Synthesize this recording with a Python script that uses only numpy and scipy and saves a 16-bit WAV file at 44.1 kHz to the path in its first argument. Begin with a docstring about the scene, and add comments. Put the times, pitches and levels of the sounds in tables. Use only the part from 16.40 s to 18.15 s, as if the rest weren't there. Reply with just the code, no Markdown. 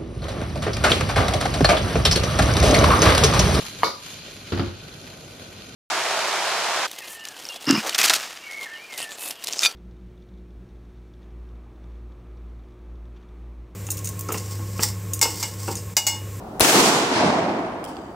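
"""A rifle shot across a wooded pond

A rifle fires close to the microphone: its steel action (the moving parts) snaps, and the muzzle blast
overloads the input. Near trees and then the side banks scatter the blast back as a bright roar; the far
bank answers with a duller, rolling echo. As that dies into the outdoor background, a very faint whistle
sinks and the action is worked, with a few small metal clacks."""
import sys
import numpy as np
from scipy import signal
from scipy.fft import rfft, irfft
from scipy.io import wavfile

SR = 44100
rng = np.random.default_rng(int(sys.argv[2]) if len(sys.argv) > 2 else 0)


def store_wav(level_fs):
    """Save 16-bit WAV to argv[1]."""
    pcm = np.round(np.clip(np.atleast_2d(level_fs), -1, 1) * 32767)
    wavfile.write(sys.argv[1], SR, pcm.T.astype(np.int16))


N = 77175
SHOT_S = 0.2063


def undb(db):
    """Turn decibels (dB) into a number to multiply by."""
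    return 10 ** (np.asarray(db) / 20)


def clock():
    """The time of each sample, in seconds."""
    return np.arange(N) / SR


def freqs():
    """The frequencies that make up a spectrum, in Hz."""
    return np.maximum(np.arange(N // 2 + 1) * SR / N, 1)


def gains(colour):
    """Join the points of a colour (rows of Hz and dB) into a gain for every frequency."""
    hz, db = np.array(colour).T
    return undb(np.interp(np.log(freqs()), np.log(hz), db))


def unit(x):
    """Scale a signal to an average power of 1."""
    return x / np.sqrt(np.mean(x ** 2))


def pan(db):
    """Left and right gains. A pan is how many dB louder the left ear is than the right."""
    return undb(np.array([[db], [-db]]) / 2)


def fade(start, fade_s):
    """Start suddenly, then die away. The fade time is how long a 60 dB drop takes."""
    age = clock() - start
    return (age >= 0) * undb(-60 * np.maximum(age, 0) / fade_s)


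def causal(gain):
    """A filter with these gains that never sounds before its input (minimum phase)."""
    cepstrum = irfft(np.log(gain + 1e-9), N)
    cepstrum[1:N // 2 + 1] *= 2
    cepstrum[N // 2 + 1:] = 0
    return np.exp(rfft(cepstrum))


def tone(hz):
    """A pure tone that starts at a random point of its wave in each ear."""
    return np.sin(2 * np.pi * (hz * clock() + rng.random((2, 1))))


def waver(width_hz):
    """A random stereo wobble; multiplying a tone by it spreads the pitch over width_hz."""
    noise = rfft(rng.standard_normal((2, N)))
    return unit(irfft(noise / (1 + (2 * freqs() / width_hz) ** 2), N))


def scatter(colour, grain_db=0, tilt_db=0, envelope=1):
    """Noise like many reflections, uneven by grain_db: bass alike in both ears, treble unrelated."""
    # Stereo width. Each row: frequency in Hz, side (what differs between ears) over mid in dB.
    side_levels = [(60, -38), (140, -43), (350, -11.5), (700, -9), (1400, -1.5), (2800, 1.9), (6000, -1.5),
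                   (14000, -1)]
    width = gains(side_levels)
    noise = rng.standard_normal((2, N))
    grains = np.repeat(rng.standard_normal(N // 16 + 1), 16)[:N]
    arrivals = unit(noise * undb(grain_db * grains))
    gain = gains(colour) * undb(tilt_db * np.log2(np.maximum(freqs(), 1500)))
    gain = gain / np.sqrt(np.mean(gain ** 2 * (1 + width ** 2)))  # colour sets tone, not loudness
    mid, side = rfft(arrivals * envelope) * causal(gain)
    side = side * causal(width)
    return irfft(np.array([mid + side, mid - side]), N)


def burst(colour, start, db, fade_s, pan_db, tilt_db=0):
    """One short impact: noise that starts at once and dies away."""
    return scatter(colour, tilt_db=tilt_db, envelope=fade(start, fade_s)) * undb(db) * pan(pan_db)


def echo(colour, start, rise, hold, db, fall_db_s, air_db_s, grain_db, pan_db):
    """Scattered sound swells, holds and fades (times in seconds); longer paths lose more treble."""
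    age = np.maximum(clock() - start, 0)
    fading_s = np.maximum(age - rise - hold, 0)
    envelope = np.minimum(age / rise, 1) * undb(db - fall_db_s * fading_s)
    spectrum = rfft(scatter(colour, grain_db))
    centres_hz = np.geomspace(400, 16000, 9)
    out = 0
    for hz, share in zip(centres_hz, np.eye(len(centres_hz))):
        band = irfft(spectrum * np.interp(freqs(), centres_hz, share), N)
        out = out + band * undb(-air_db_s * hz / 1000 * fading_s)  # air takes dB per second per kHz
    return out * envelope * pan(pan_db)


def background():
    """A low outdoor rush that dips at the shot and slowly comes part of the way back."""
    # Colour of the rush. Each row: frequency in Hz, relative level in dB.
    outdoors = [(15, -56), (25, -24), (66, -10.5), (175, -15.5), (195, -11.5), (427, -14.5), (503, -18.5),
                (607, -13), (677, -19), (754, -10.5), (818, -17), (1290, -26.5), (1520, -32.5),
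                (2160, -42.5), (16000, -53)]
    dip_db = np.interp(clock(), [SHOT_S, 0.25, 1.75], [0, -10, -6])
    return scatter(outdoors) * undb(-36 + dip_db)


def shot():
    """The action snaps, then the muzzle sends out a pressure wave with a crack and a low thump."""
    # Snaps just before the blast. Each row: start in seconds, level in dB, fade in seconds, pan in dB.
    snaps = [(.1969, -12, 0.0059, 9.5), (0.2035, -23.5, 0.019, 31)]
    # Colours of the snaps and the crack. Each row: frequency in Hz, relative level in dB.
    snap_colour = [(200, 11), (1200, 13), (3000, 4), (4600, 2), (7000, 6), (14000, 13), (17000, 10)]
    crack_colour = [(40, -12), (200, -18), (800, -5), (1800, -8), (4000, 1), (7000, -12), (9300, 2.5),
                    (13000, -7.5), (16000, -15)]
    push_s, pan_db = 0.000756, 5.5
    thump_hz, rise_s, fade_s = 75.6, 0.012, 0.049
    age = np.maximum(clock() - SHOT_S, 0)
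    wave = np.sin(np.pi * np.minimum(age / push_s, 2)) * undb(-6) * pan(pan_db)  # one push, one pull
    thump_db = -21.5 - 60 * np.maximum(age - rise_s, 0) / fade_s
    thump = np.sin(2 * np.pi * thump_hz * age) * np.minimum(age / rise_s, 1) * undb(thump_db)
    crack = burst(crack_colour, SHOT_S + push_s, db=-7, fade_s=0.025, pan_db=pan_db)
    return wave + thump + crack + sum(burst(snap_colour, *row) for row in snaps)


def woods():
    """The blast comes back from ever farther away: trees, side banks, far leaves, far bank, hills."""
    # Colours of the echoes. Each row: frequency in Hz, relative level in dB.
    tree_colour = [(18, -72), (30, -49), (138, -7.5), (210, -8.5), (259, -1.5), (415, -3.5), (684, -5),
                   (913, -5.5), (1860, -11), (2680, -11.5), (3220, -14.5), (7090, -12), (16000, -24.5)]
    bank_colour = [(18, -53), (30, -36), (64, -34), (127, -12.5), (227, -7), (303, -5), (345, -5),
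                   (415, -6), (461, -5.5), (584, -11), (721, -4), (801, -9.5), (866, -6), (1910, -17),
                   (7270, -18.5), (16000, -38)]
    leaf_colour = [(300, -16), (1500, 3.5), (3000, -1), (5300, 0), (7000, -10), (9000, -11.5), (12000, -28),
                   (16000, -73)]  # a hiss from the far waterline
    far_colour = [(30, -57), (59, -44), (84, -12), (138, -9.5), (175, -1.5), (233, -1.5), (336, 1),
                  (450, -9), (660, 0.5), (900, -4), (1320, -15), (2300, -21), (3400, -32), (5300, -34.5),
                  (7000, -36.5), (9200, -44.5), (12000, -57), (16000, -77)]
    hill_colour = [(60, -27.5), (170, -3.5), (320, 1.5), (480, -3.5), (700, -10), (900, -5.5), (1300, -10),
                   (3000, -34), (12000, -52)]  # a dull roll
    # Sharp echoes off single trunks and rock faces.
    # Each row: start in seconds, level in dB, fade in seconds, pan in dB.
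    near_slaps = [(0.2174, -14, 0.036, 6), (.2475, -11.5, 0.027, 8)]
    far_slaps = [(0.558, -22, 0.11, 0), (.714, -18, 0.12, -1.5), (0.781, -19, 0.023, 3),
                 (.8375, -11.5, 0.018, -5), (0.853, -17, 0.032, -2), (.955, -22, 0.016, -7),
                 (1.188, -28.5, 0.15, 2), (1.248, -27.5, 0.056, 1.5)]
    trees = echo(tree_colour, SHOT_S, rise=0.0027, hold=0.1, db=-15,
                 fall_db_s=66, air_db_s=2.5, grain_db=-1, pan_db=1.1)
    banks = echo(bank_colour, 0.27, rise=0.091, hold=0.11, db=-15,
                 fall_db_s=21, air_db_s=5.5, grain_db=1, pan_db=-1.25)
    leaves = echo(leaf_colour, 0.681, rise=0.08, hold=0.044, db=-26.5,
                  fall_db_s=44.5, air_db_s=3, grain_db=-1, pan_db=0)
    far_bank = echo(far_colour, 0.747, rise=0.032, hold=0.15, db=-18,
                    fall_db_s=30.5, air_db_s=2, grain_db=2, pan_db=-0.8)
    hills = echo(hill_colour, 0.93, rise=0.11, hold=0.14, db=-33.5,
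                 fall_db_s=10.5, air_db_s=8, grain_db=1.5, pan_db=1)
    flutter = undb(0.64 * waver(width_hz=70)[0])  # clumps of trees make the roar flutter
    slaps = sum(burst(tree_colour, *row) for row in near_slaps)
    slaps += sum(burst(far_colour, *row) for row in far_slaps)
    return (trees + banks + leaves + far_bank + hills) * flutter + slaps


def booms():
    """Where a whole slope faces the shot, it sends back a low swell that dies quickly."""
    # Colour of a boom. Each row: frequency in Hz, relative level in dB.
    colour = [(40, -28), (100, -13), (170, -2.5), (260, 1), (390, 3), (520, -6), (1500, -48), (8000, -67)]
    # One boom per slope. Each row: start in seconds, rise in seconds, level in dB, fall in dB per second.
    slopes = [(.33, 0.064, -20, 153), (.545, 0.017, -27.5, 258), (.82, 0.037, -23, 108)]
    out = 0
    for start, rise, db, fall_db_s in slopes:
        age = np.maximum(clock() - start, 0)
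        level = undb(db - fall_db_s * np.maximum(age - rise, 0))
        out = out + scatter(colour) * np.minimum(age / rise, 1) * level
    return out


def whistle():
    """A very faint, blurred whine sinks in pitch as the echoes die."""
    # Path of the whine. Each row: time in seconds, pitch in Hz, level in dB.
    path = [(1.05, 9020, -79), (1.32, 8750, -62.5), (1.44, 8500, -73)]
    times, hz, db = np.array(path).T
    pitch = np.interp(clock(), times, hz)
    level = np.interp(clock(), times, undb(db), left=0, right=0)
    return np.sin(2 * np.pi * np.cumsum(pitch) / SR) * waver(width_hz=160) * level


def action():
    """The rifle's steel parts slide, knock, ping and ring faintly; the trees answer softly."""
    # Colours of the steel and of its echo. Each row: frequency in Hz, relative level in dB.
    steel = [(1500, -18), (2400, -8), (3200, -0.5), (4000, -10), (5100, -0.5), (6400, -9), (8000, -3.5),
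             (9100, -8), (10400, -5), (11800, -17), (14300, -11), (16000, -14)]
    echo_colour = [(1500, -3), (3000, 6), (5000, 0), (7800, 2.5), (10500, -20), (13000, -16), (16000, -15)]
    # Knocks of steel on steel. Each row: start in seconds, level in dB, fade in seconds, pan in dB,
    # treble tilt in dB per octave, ping pitch in Hz, ping level in dB relative to the knock.
    clacks = [(1.4412, -31.5, 0.021, -1.5, 0.5, 7900, -11), (1.45, -34, 0.016, 3, 4, 5350, -1),
              (1.461, -45, 0.021, -6, 1, 3150, 10.5), (1.474, -48, .025, 0, 4, 14300, -3),
              (1.493, -47, .015, 6, 0, 5300, -8), (1.5675, -35, 0.013, -4, -8.5, 4500, -1)]
    # Ringing notes. Each row: pitch in Hz, level in dB relative to each knock, fade in seconds.
    rings = [(3040, -20, 0.61), (4737, -20.5, 0.78), (6700, -30, 0.56), (7740, -24, 0.74)]
    ring_rise_s = 0.065
    slide = echo(steel, 1.465, rise=0.016, hold=0.01, db=-47,
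                 fall_db_s=95, air_db_s=13, grain_db=1, pan_db=2)
    tree_echo = echo(echo_colour, 1.48, rise=0.084, hold=0.05, db=-56.5,
                     fall_db_s=45, air_db_s=6, grain_db=5, pan_db=-3)
    out = slide + tree_echo
    for start, db, fade_s, pan_db, tilt_db, ping_hz, ping_db in clacks:
        out += burst(steel, start, db, fade_s, pan_db, tilt_db)
        out += tone(ping_hz) * fade(start, fade_s) * undb(db + ping_db) * pan(pan_db)
    for hz, ring_db, fade_s in rings:
        energy = 0
        for start, db, *_ in clacks:
            swell = np.clip((clock() - start) / ring_rise_s, 0, 1)
            energy += (fade(start, fade_s) * swell * undb(db + ring_db)) ** 2
        out += tone(hz) * waver(width_hz=93) * np.sqrt(energy)  # a rough, uneven ring
    return out


def scene():
    """Add all the sounds together, in stereo."""
    return background() + shot() + woods() + booms() + whistle() + action()


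def record(dry):
    """The overloaded input flattens the loudest peaks, then a filter cuts the highest treble."""
    top_hz = 15850
    treble_cut = signal.ellip(10, 0.2, 80, top_hz, fs=SR, output="sos")
    return signal.sosfilt(treble_cut, np.clip(dry, -0.95, 0.95))


dry = scene()
out = record(dry)
store_wav(out)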